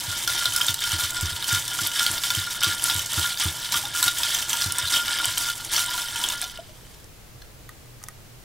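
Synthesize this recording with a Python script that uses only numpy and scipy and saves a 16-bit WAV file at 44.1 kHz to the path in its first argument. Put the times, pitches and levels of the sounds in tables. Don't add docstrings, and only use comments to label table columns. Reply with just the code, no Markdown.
import sys
import numpy as np
from scipy import signal
from scipy.fft import rfft, irfft
from scipy.io import wavfile

SR = 44100
rng = np.random.default_rng(int(sys.argv[2]) if len(sys.argv) > 2 else 0)


def attenuation_scalar(level_db):
    decades = np.asarray(level_db, float) / 20
    return 10 ** decades


def transcribe(signal):
    frames = np.atleast_2d(signal).T
    limited = np.clip(frames, -1, 1)
    pcm = np.round(limited * 32767).astype(np.int16)
    wavfile.write(sys.argv[1], SR, pcm)


N = 372204


def rms_one(x):
    return x / np.sqrt(np.mean(x ** 2) + 1e-20)


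def at_hz(points, hz):
    table_hz, table_db = np.transpose(points)
    return np.interp(np.log(hz), np.log(table_hz + 1), table_db)


def colour(x, points):
    hz = np.arange(N // 2 + 1) * SR / N + 1
    return irfft(rfft(x) * attenuation_scalar(at_hz(points, hz)), N)


def drift(rate_hz):
    r = np.exp(-2 * np.pi * rate_hz / SR)
    noise = rng.standard_normal(N + SR)
    return rms_one(signal.lfilter([1], [1, -2 * r, r * r], noise)[SR:])


def ring(clicks, hz, t60):
    r, w = attenuation_scalar(-60 / (t60 * SR)), 2 * np.pi * hz / SR
    return signal.lfilter([0, np.sin(w)], [1, -2 * r * np.cos(w), r * r], clicks + 1e-18)


def sine(hz, t):
    return np.sin(2 * np.pi * hz * t)


def decay(t, t60):
    return attenuation_scalar(-60 * t / t60)


def swell(t, rise_s):
    return 1 - np.exp(-t / rise_s)


def filtered(x, order, hz, kind):
    return signal.sosfilt(signal.butter(order, hz, kind, fs=SR, output="sos"), x)


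def add(out, s, sound):
    i = round(s * SR)
    out[i:i + len(sound)] += sound[:N - i]


# (start [s], length [s], strength [dB], brightness [dB])
PUSHES = [(-.03, 0.023, -1.5, 4), (0.082, 0.14, -3, 2), (0.28, 0.2, 1, 3), (0.528, 0.18, -1, 5.5),
          (0.804, .13, 0, 3), (0.985, 0.049, 1, 5.5), (1.136, 0.17, -1.5, -1), (1.471, 0.091, 3.5, 3),
          (1.705, 0.17, -2.5, 4), (1.941, 0.2, 2, 1), (2.223, 0.17, -1, 4.5), (2.483, 0.082, -6.5, 10),
          (2.612, 0.11, 2.5, 2), (2.819, 0.15, 0.5, 5), (3.109, 0.17, 1, 4.5), (3.396, 0.063, 3.5, 5.5),
          (3.595, 0.052, -10, 11), (3.72, 0.052, 3, 5), (3.941, 0.14, 1.5, 5.5), (4.169, 0.25, 0, 2.5),
          (4.483, 0.18, 0.5, 3), (4.745, 0.092, 1.5, -3), (4.9, 0.074, 7, 0.5), (5.044, 0.25, 2.5, -2.5),
          (5.358, 0.14, -0.7, 3.5), (5.723, 0.069, 5.5, 4.5), (5.864, 0.16, -2.5, 4),
          (6.144, 0.19, -1.5, 2), (6.409, 0.02, -1.5, -3), (6.532, 0.031, -12, -20)]


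def stir():
    attack_s, release_db_per_s, settle_db_per_s = 0.028, 169, 110
    drift_db, stop_s = -4.5, 6.36
    trickle_db, trickle_end_s = -27, 6.95
    pause_s, pause_length_s, pause_db, pause_edge_s = 5.528, 0.12, -4, 0.0091
    t = np.arange(0, N, 32) / SR
    start, length, db, bright_db = np.transpose(PUSHES)[:, :, None]
    onset = np.clip((t - start) / attack_s + .5, 0, 1)
    release_db = release_db_per_s * np.maximum(t - start - length, 0)
    pushes = (onset * attenuation_scalar(db - release_db)) ** 2
    rest = attenuation_scalar(drift_db - settle_db_per_s * np.maximum(t - stop_s, 0)) ** 2
    rest += attenuation_scalar(trickle_db - settle_db_per_s * np.maximum(t - trickle_end_s, 0)) ** 2 + 1e-12
    power = pushes.sum(axis=0) + rest
    from_middle = abs(t - pause_s - pause_length_s / 2)
    slack_db = pause_db * np.clip((pause_length_s / 2 - from_middle) / pause_edge_s, 0, 1)
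    effort_db = 10 * np.log10(power) + slack_db
    brightness_db = (pushes * bright_db).sum(axis=0) / power
    return [np.interp(np.arange(N) / SR, t, c) for c in (effort_db, brightness_db)]


def contacts(per_s, spread_db, clump_db):
    sizes = attenuation_scalar(spread_db * np.minimum(rng.exponential(1, N), 3.6)) * rng.choice([-1, 1], N)
    chance = per_s * attenuation_scalar(clump_db * drift(25)) / SR
    return rms_one(sizes * (rng.random(N) < chance))


def ice(spectrum, per_s, cycles, spread_db, count):
    clicks, dealt, out = contacts(per_s, spread_db, clump_db=4.5), rng.integers(0, count, N), 0
    top_hz = min(spectrum[-1][0], .37 * SR)
    for k, hz in enumerate(np.geomspace(spectrum[1][0], top_hz, count)):
        r = attenuation_scalar(-60 * hz / cycles / SR)
        poles = [1, -2 * r * np.cos(2 * np.pi * hz / SR), r * r]
        piece = signal.lfilter([1], np.convolve(poles, poles), clicks * (dealt == k) + 1e-18)
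        out = out + attenuation_scalar(at_hz(spectrum, hz)) * np.sqrt(hz) * rms_one(piece)
    return rms_one(out)


# (frequency [Hz], level [dB per Hz])
RATTLE = [(1000, -45), (1700, -4), (1830, -8), (2290, -6), (2560, -17), (2800, -19.5), (3010, 1.5),
          (3630, 0), (4270, -7.5), (5220, -4.5), (6090, -9.5), (6940, -54), (8000, -4), (10400, -16.5),
          (17600, -120)]


def rattle(effort_db):
    return attenuation_scalar(-33 + effort_db) * ice(RATTLE, 2600, cycles=17.2, spread_db=2.5, count=26)


# (frequency [Hz], level [dB per Hz])
CRACKLE = [(3530, 16.5), (6000, 10.5), (6930, -1), (8330, 6.5), (12200, 3), (15100, -16), (16500, -8)]


def crackle(effort_db, bright_db):
    level_db = -34 + 0.86 * effort_db + bright_db
    return attenuation_scalar(level_db) * ice(CRACKLE, 4000, cycles=3.2, spread_db=2.5, count=12)


def ice_noise(t, count):
    grit = rng.standard_normal((count, len(t)))
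    return grit, filtered(grit, 2, [6500, 14500], "band")


def snap(t):
    return decay(t, .008) * swell(t, .0003)


# (time [s], peak [dB], pitch [Hz])
CLINKS = [(0.117, -18, 4200), (0.1999, -26, 3110), (0.2752, -5, 3330), (0.309, -30, 3100),
          (0.3336, -15, 3390), (0.373, -18, 3170), (0.3895, -10, 3700), (0.4414, -13, 3050),
          (0.4545, -6, 3980), (0.5217, -13, 3060), (0.5611, -9, 5210), (0.611, -7.5, 3140),
          (0.6549, -17, 4040), (0.6814, -7, 3650), (0.7421, -13, 3960), (0.7896, -17, 3690),
          (0.82, -14, 3570), (0.838, -7.5, 3140), (0.9176, -10.5, 3060), (0.962, -18, 4400),
          (1.0061, -15, 3620), (1.036, -14, 3130), (1.255, -14, 3650), (1.3269, -18, 3660),
          (1.3625, -16, 3350), (1.4247, -13.5, 3640), (1.4416, -12, 3100), (1.4666, -18, 3600),
          (1.489, -12, 3330), (1.524, -21, 3400), (1.5474, -5.5, 3640), (1.6792, -12.5, 3520),
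          (1.708, -23, 3060), (1.7639, -23, 3730), (1.7835, -29, 3020), (1.8357, -24, 3530),
          (1.864, -10, 3440), (1.915, -17, 3030), (1.955, -16, 3040), (1.9934, -3.5, 3540),
          (2.0639, -3, 3320), (2.1296, -24, 3550), (2.1787, -12, 3570), (2.2357, -5.5, 3530),
          (2.2668, -15, 3120), (2.3028, -4.5, 3540), (2.3477, -12.5, 3110), (2.465, -18, 4240),
          (2.5067, -15, 3780), (2.606, -14, 5090), (2.6337, -2.5, 3140), (2.7237, -15, 3670),
          (2.795, -14.5, 3060), (2.8384, -24, 3440), (2.8843, -13, 5660), (2.8983, -4, 3830),
          (2.9617, -15, 3740), (2.9918, -10.5, 3100), (3.0613, -19, 5200), (3.1415, -10, 3750),
          (3.2607, -16, 3700), (3.3724, -13.5, 3640), (3.3974, -13, 3570), (3.4443, -13, 3540),
               (3.5995, -38, 5110), (3.646, -14, 3900), (3.688, -19, 3020), (3.7211, -10, 5500),
               (3.74, -8, 5600), (3.7713, -10, 3280), (3.8527, -13.5, 3640), (3.963, -23, 3230),
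               (3.987, -20, 3780), (4.0065, -16, 4600), (4.0276, -7, 3930), (4.0796, -3.5, 3730),
               (4.1836, -17, 3240), (4.232, -7, 3520), (4.2918, -25, 5560), (4.3153, -14, 3500),
               (4.3468, -4, 6060), (4.386, -13, 5700), (4.424, -16, 3080), (4.4934, -20, 3270),
               (4.53, -5, 3280), (4.5687, -20, 3570), (4.6126, -9, 3370), (4.6404, -10, 4150),
               (4.7055, -14, 3000), (4.7837, -15, 3660), (4.826, -14, 3640), (4.8551, -18, 3740),
               (4.874, -12.5, 3970), (4.922, -15, 3730), (4.9374, -8, 3650), (4.9604, -8.5, 3000),
               (4.998, -12.5, 3040), (5.08, -11.5, 3630), (5.1279, -29, 3500), (5.1865, -9, 3400),
               (5.243, -10, 3060), (5.282, -18, 3040), (5.374, -9, 3100), (5.4667, -24, 3560),
               (5.4856, -13, 6230), (5.6059, -22, 3380), (5.6953, -25, 5200), (5.7341, -29, 3600),
               (5.762, -8, 4500), (5.779, -8, 6220), (5.8916, -21, 3150), (5.9356, -17, 3640),
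               (5.9782, -15, 3100), (6.017, -14, 3700), (6.0834, -17, 3100), (6.158, -14, 3090),
               (6.214, -15, 3500), (6.2387, -7.5, 3340), (6.2858, -15.5, 2890), (6.3187, -18, 3030),
          (6.4203, -20, 2480), (6.4396, -14, 3530), (6.4963, -22, 3100), (6.5151, -32, 3600),
            (6.5381, -33, 1750), (6.5561, -30, 4800), (6.5734, -23, 3050), (6.5971, -38, 3500),
            (6.6351, -37, 3040), (6.6931, -35, 2900), (6.8094, -37, 1750), (6.8501, -41, 3080),
            (6.8668, -37, 1670), (8, -41, 4600), (6.9451, -42, 3400), (7.0001, -38, 1700),
            (7.4171, -36, 4210), (7.4201, -33, 1690), (8.0641, -41, 3500),
          (0.2769, -8, 3370), (0.5754, -24, 3640), (0.69, -9, 3580), (0.929, -19, 3300),
            (1.2294, -17, 3040), (2.6264, -8, 3000), (2.6426, -2.5, 3560), (2.6597, -16, 3000),
            (2.675, -16, 3100), (2.9105, -9, 3500), (3.1926, -13, 4020), (3.4294, -20, 6000),
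            (4.04, -11, 3900), (4.5024, -15, 3360), (4.619, -11, 4870), (4.8823, -13, 3960),
            (5.4994, -10, 3450), (5.751, -18, 4490), (5.8, -14, 3880), (5.819, -21, 3260),
            (6.2994, -12, 3560), (6.426, -17.5, 4180), (6.4536, -29, 3100)]


def clinks():
    rows = np.array(CLINKS)
    out, t = np.zeros(N), np.arange(900) / SR
    luck = rng.random((len(rows), 8))
    grit, bright = ice_noise(t, len(rows))
    course = decay(t, .014) * swell(t, .0003)
    for (s, db, hz), u, noise, crack in zip(rows, luck, grit, bright * snap(t)):
        overtones = sum(0.58 * sine(2900 * 2 ** (1.121 * v), t) for v in u[:2])
        touch = attenuation_scalar(db - 6.0) * (sine(hz, t) + overtones + 0.47 * noise) * course
        add(out, s + .0007, touch + attenuation_scalar(db - 19) * crack)
        add(out, s + .002 + 0.002 * u[2], 1.18 * u[3] * touch)
        add(out, s + 0.0035 + 0.0091 * u[4], -.45 * u[5] * touch)
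    return out, rows


# (time [s], peak [dB], pitch [Hz])
CRACKS = [(0.2359, -18, 8750), (0.274, -13, 8340), (0.5202, -26, 8170), (0.535, -15, 10400),
          (0.5617, -6.5, 10350), (0.6654, -13, 8690), (0.7416, -12, 8750), (0.7861, -28, 8200),
          (0.8045, -15, 8300), (1.1055, -15, 7640), (1.1558, -20, 7600), (1.2096, -13, 8300),
          (1.48, -17, 8050), (1.5269, -14, 7400), (1.6526, -23, 8450), (1.6785, -16, 9300),
          (1.871, -10.5, 13000), (2.029, -11, 6100), (2.1133, -13, 10700), (2.2347, -16, 7360),
          (2.3506, -14, 8580), (2.606, -27, 7520), (2.6324, -11, 8030), (2.821, -19, 11800),
          (2.8395, -7, 10500), (2.9442, -17, 11900), (2.9624, -12, 8470), (2.9816, -19, 8300),
          (3.06, -15, 8550), (3.132, -11, 7180), (3.1941, -12, 7800), (3.2326, -23, 9180),
          (3.383, -19, 7280), (3.3979, -12, 8960), (3.5997, -23, 7690), (3.72, -13, 7130),
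          (3.95, -18, 9040), (3.9786, -18, 8280), (3.9953, -22, 8270), (4.027, -6.5, 8360),
          (4.04, -8, 11500), (4.185, -13.5, 8170), (4.3446, -12, 7550), (4.4948, -12, 7540),
          (4.5694, -16, 8250), (4.7212, -8, 9900), (4.7835, -10, 8750), (4.8813, -18, 9190),
          (5.2544, -7, 9700), (5.3797, -9, 8300), (5.5538, -23, 9000), (5.6487, -22, 10900),
          (5.7344, -15, 8500), (5.7743, -21, 9120), (5.793, -11, 9400), (5.861, -13.5, 9000),
          (5.9389, -18, 7200), (6.1579, -18, 8340), (6.2871, -13.5, 8170), (6.415, -14, 11000)]


def cracks():
    out, t = np.zeros(N), np.arange(900) / SR
    _, bright = ice_noise(t, len(CRACKS))
    for (s, db, hz), crack in zip(CRACKS, bright):
        pitched = rms_one(ring(crack, hz, 0.0035))
        add(out, s + .0005, attenuation_scalar(db + 5.5) * (0.7 * crack + 0.45 * pitched) * snap(t))
    return out


# (frequency [Hz], level [dB], t60 [s])
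GLASS = [(1405, -4.5, 0.09), (1417, -6, 0.12), (1648, -5.5, 0.038), (2030, -16.5, 0.04), (2260, -14, 0.033),
         (3040, -2.5, 0.04), (3640, -2, 0.034), (5130, -8.5, .025)]
# (time [s], peak [dB])
WALL_HITS = [(0.0942, -46), (0.1261, -28), (0.2783, -39), (0.425, -24), (0.5571, -25), (0.6045, -22.5),
             (0.6823, -25), (0.8425, -26), (0.8884, -35), (0.9268, -23.5), (0.9961, -29), (1.045, -24),
             (1.165, -30), (1.4267, -31), (1.5075, -46), (1.5499, -24), (1.7165, -28), (1.7893, -20.5),
             (1.9165, -31), (1.9945, -23), (2.006, -18.5), (2.3042, -41), (2.4264, -30), (2.4713, -26.5),
             (2.5476, -29), (2.6174, -23.5), (2.6614, -24), (2.6918, -43), (2.7247, -24), (2.8464, -28),
             (2.8963, -21.5), (3.135, -27), (3.1787, -21.5), (3.242, -25), (3.4221, -38), (3.6157, -37),
             (3.69, -32), (3.7424, -20), (3.8556, -28), (3.9489, -29), (3.988, -33), (4.0277, -22),
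             (4.0786, -25.5), (4.232, -27), (4.3859, -42), (4.5331, -26), (4.7481, -34), (4.787, -26),
             (4.8549, -26), (4.9018, -35), (4.9382, -34), (5.0804, -23), (5.1996, -19), (5.3747, -43),
             (5.4874, -31), (5.601, -31), (5.746, -25), (5.7793, -23), (6.2003, -28), (6.3021, -35),
             (6.3335, -26), (6.4433, -37), (6.573, -40)]


def glass(effort_db, rows):
    rub_db = -37.5 + 1.24 * effort_db
    rub = attenuation_scalar(rub_db - 23.0) * contacts(500, spread_db=3.0, clump_db=3.5)
    at, out = np.round(rows[:, 0] * SR).astype(int), 0
    for hz, db, t60 in GLASS:
        clicks = rub * rng.standard_normal(N)
        clicks[at] += attenuation_scalar(rows[:, 1] - 23.5) * rng.standard_normal(len(at))
        for s, hit_db in WALL_HITS:
            clicks[round(s * SR)] += attenuation_scalar(hit_db - 2.0)
        out = out + attenuation_scalar(db) * ring(clicks, hz, t60)
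    return out


def slosh(effort_db):
    clicks, dealt = contacts(300, spread_db=2.0, clump_db=4.0), rng.integers(0, 12, N)
    small = sum(ring(clicks * (dealt == k), hz, 12.0 / hz) for k, hz in enumerate(np.geomspace(600, 1300, 12)))
    cup = ring(clicks, 930, .06) + ring(clicks, 960, .05)
    low = ring(clicks, 346, 0.049)
    mix = 0.32 * rms_one(small) + .5 * rms_one(cup) + 0.16 * rms_one(low)
    return attenuation_scalar(-43 + 0.74 * effort_db) * mix


# (time [s], peak [dB], pitch [Hz])
GURGLES = [(0.128, -36, 1060), (0.69, -46, 925), (1.84, -31, 1190), (2.301, -28, 1000), (2.645, -21, 1130),
           (2.901, -20.5, 892), (3.236, -26, 1010), (3.425, -23, 1194), (3.742, -20.5, 1173),
           (3.836, -23, 812), (4.02, -22.5, 994), (4.198, -21.5, 930), (4.536, -19, 926),
           (4.78, -22.5, 950), (4.83, -31, 1020), (5.741, -26, 900), (5.882, -22, 956), (5.94, -23, 966),
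           (6.019, -24, 920), (6.06, -40, 940), (6.155, -25, 912), (6.223, -20.5, 960), (6.301, -23, 970),
           (6.428, -25.5, 724), (6.588, -22.5, 655), (6.69, -37, 610)]


def gurgles():
    out, t = np.zeros(N), np.arange(4000) / SR
    for s, db, hz in GURGLES:
        bubble = sine(hz, t + 0.87 * t * t) * decay(t, 0.095) * swell(t, 0.0012)
        add(out, s, attenuation_scalar(db - 7.0) * bubble)
    return out


# (time [s], peak [dB], pitch [Hz], upper modes [dB])
THUDS = [(0.076, -33, 102, -56), (0.304, -46, 91, -60), (0.475, -40, 112, -58), (0.689, -33, 106, -50.5),
         (0.928, -28.5, 97, -50), (1.031, -36, 97, -54), (1.224, -24, 94, -44.5), (1.32, -36, 94, -53),
         (1.522, -27, 110, -45.5), (1.811, -37.5, 110, -47), (2.096, -38, 101, -50),
         (2.369, -28.5, 106, -46), (2.665, -32, 104, -44), (2.949, -31, 103, -49.5),
         (3.172, -25.5, 95, -42.5), (3.452, -24.5, 93.5, -41), (3.749, -45, 99, -50), (4.06, -42, 107, -51),
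         (4.656, -30, 101, -46), (4.83, -36.5, 90, -71), (5.051, -47, 102, -74), (5.269, -39, 110, -62)]


def thuds():
    out, t = np.zeros(N), np.arange(12000) / SR
    modes = [(189, 1.74, 0.045), (312, 0.74, 0.12), (383.0, 0.18, 0.29)]    # (Hz, gain, t60 s)
    upper = sum(g * sine(mode_hz, t) * decay(t, t60) for mode_hz, g, t60 in modes)
    fall = attenuation_scalar(-60 * t / 0.26 - 60 * (t / 0.16) ** 2) * (1 - 0.29 * np.exp(-t / 0.0076))
    for s, db, hz, upper_db in THUDS:
        cycles = hz * (0.8 * t + 0.18 * 0.037 * swell(t, 0.025))
        low = -np.sin(2 * np.pi * cycles) * fall + 0.12 * sine(150, t) * decay(t, 0.41)
        knock = attenuation_scalar(db + 7.0) * low + attenuation_scalar(upper_db + 14.5) * upper
        add(out, s + 0.0019, knock * swell(t, 0.0046))
    return out


# (frequency [Hz], t60 [s])
SPOON = [(1240, .036), (1900, .032)]
# (time [s], tick [dB], low knock [dB], high knock [dB])
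TAPS = [
    (6.999, -48, -60, -59),
    (7.042, -28, -65, -65),
    (7.6907, -25, -39.5, -38),
    (7.8574, -39, -57, -66),
    (8.016, -47, -48, -57),
    (8.0278, -30, -52, -60),
    (8.0374, -18, -47, -50),
    (8.0843, -19, -38, -37.5),
]


def taps():
    out, t = np.zeros(N), np.arange(3000) / SR
    luck = rng.standard_normal((len(TAPS), len(t)))
    for (s, db, *knock_db), noise in zip(TAPS, luck):
        tick = rms_one(ring(noise, 8700, 0.00059)) * (.5 * decay(t, 0.0036) + 0.089 * decay(t, 0.031))
        knock = sum(attenuation_scalar(d + 4.0) * sine(hz, t) * decay(t, t60) for (hz, t60), d in zip(SPOON, knock_db))
        knock += attenuation_scalar(knock_db[1] - 3.0) * sine(1500, t) * decay(t, 0.037)
        add(out, s + 0.001094, attenuation_scalar(db) * tick + knock)
    return filtered(out, 2, 900, "high")


def echoes(x, t60, gap_s, turns_per_s=5.0, count=3):
    t, turn, out = np.arange(SR // 6) / SR, np.arange(N) / SR * turns_per_s, 0
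    for k in range(count):
        tail = rng.standard_normal(len(t)) * decay(t, t60) * (t > gap_s)
        share = np.maximum(1 - np.abs((turn - k) % count - 1), 0)
        out = out + signal.oaconvolve(x * np.sqrt(share), tail / np.sqrt(np.sum(tail ** 2)))[:N]
    return out


def kitchen(drink):
    return attenuation_scalar(-7) * echoes(filtered(drink, 1, 6000, "low"), .16, gap_s=0.0019)


# (frequency [Hz], side minus mid [dB])
GLASS_SIDE = [(100, -29), (500, -16), (1400, -78), (3000, -17), (5500, -13), (7500, -7), (10500, -12.5),
              (14000, -12.5)]


def counter_width(mid):
    return colour(echoes(mid, 0.021, gap_s=.0001, turns_per_s=23.0), GLASS_SIDE)


# (frequency [Hz], level [dB per Hz])
AIR = [(26, -11), (45, -1.5), (60, -9), (123, -2.5), (150, -10.5), (260, -17), (421, -17), (948, -23.5),
       (7650, -30), (17000, -33)]
# (frequency [Hz], side minus mid [dB])
AIR_SIDE = [(60, -5), (110, -8.5), (200, -2), (380, -3.5), (700, -2.5), (1290, -2), (2380, -1.5),
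            (4400, -2), (8120, -2), (15000, -1)]
# (time [s], level [dB])
RUMBLE = [
    (0.0, -67),
    (1.27, -39),
    (1.57, -73),
    (4.51, -73),
    (5.38, -44.5),
    (8.44, -50),
]


def room_air():
    air_db = -47.5
    mid = attenuation_scalar(air_db) * rms_one(colour(rng.standard_normal(N), AIR))
    side = attenuation_scalar(air_db) * colour(rms_one(colour(rng.standard_normal(N), AIR)), AIR_SIDE)
    hum = attenuation_scalar(-56.5) * rms_one(ring(rng.standard_normal(N), 119.5, 1.0))
    rumble_db = np.interp(np.arange(N) / SR, *np.transpose(RUMBLE)) - 8.0
    rumble = attenuation_scalar(rumble_db) * rms_one(ring(rng.standard_normal(N), 26.0, 0.15))
    return mid + hum + rumble + side * [[1], [-1]]


def scene():
    effort_db, bright_db = stir()
    clinking, rows = clinks()
    rim, rim_wet = taps(), .5
    hard = rattle(effort_db) + crackle(effort_db, bright_db)
    hard += clinking + cracks() + glass(effort_db, rows)
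    hard = filtered(hard, 4, 800, "high")
    drink = hard + slosh(effort_db) + gurgles() + rim_wet * rim
    mid = drink + kitchen(drink) + thuds() + (1 - rim_wet) * rim
    return mid * attenuation_scalar([[-.6], [.6]]) + counter_width(mid) * [[1], [-1]] + room_air()


# (frequency [Hz], side minus mid [dB])
MASKED = [(300, -41), (900, -19.5), (1500, -12.5), (5000, -11), (9000, -13), (16000, -13)]


def joint_stereo(pair):
    window = np.sin(np.pi * (np.arange(2048) + .5) / 2048)
    lead = np.zeros((2, 567))
    centre, difference = (pair[0] + pair[1]) / 2, (pair[0] - pair[1]) / 2
    padded = np.hstack([lead, [centre, difference]])
    hz, _, (mid, side) = signal.stft(padded, SR, window, 2048, 1024)
    edges = np.unique(np.r_[np.geomspace(4, 160, 30), np.arange(160, 1025, 16)].astype(int))
    for low, high in zip(edges, edges[1:]):
        side_power = np.sum(abs(side[low:high]) ** 2, axis=0)
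        mid_power = np.sum(abs(mid[low:high]) ** 2 + 1e-20, axis=0)
        side[low:high] *= side_power / mid_power > attenuation_scalar(2 * at_hz(MASKED, hz[low]))
    side = signal.istft(side, SR, window, 2048, 1024)[1][567:567 + N]
    return centre + side * [[1], [-1]]


def top_cut(x):
    return signal.sosfilt(signal.butter(12, 16980, fs=SR, output="sos"), x)


def record(dry):
    low_pass = signal.ellip(12, .5, 70, 15780, fs=SR, output="sos")
    mix = joint_stereo(signal.sosfilt(low_pass, dry))
    return top_cut(mix)


dry = scene()
out = record(dry)
transcribe(out)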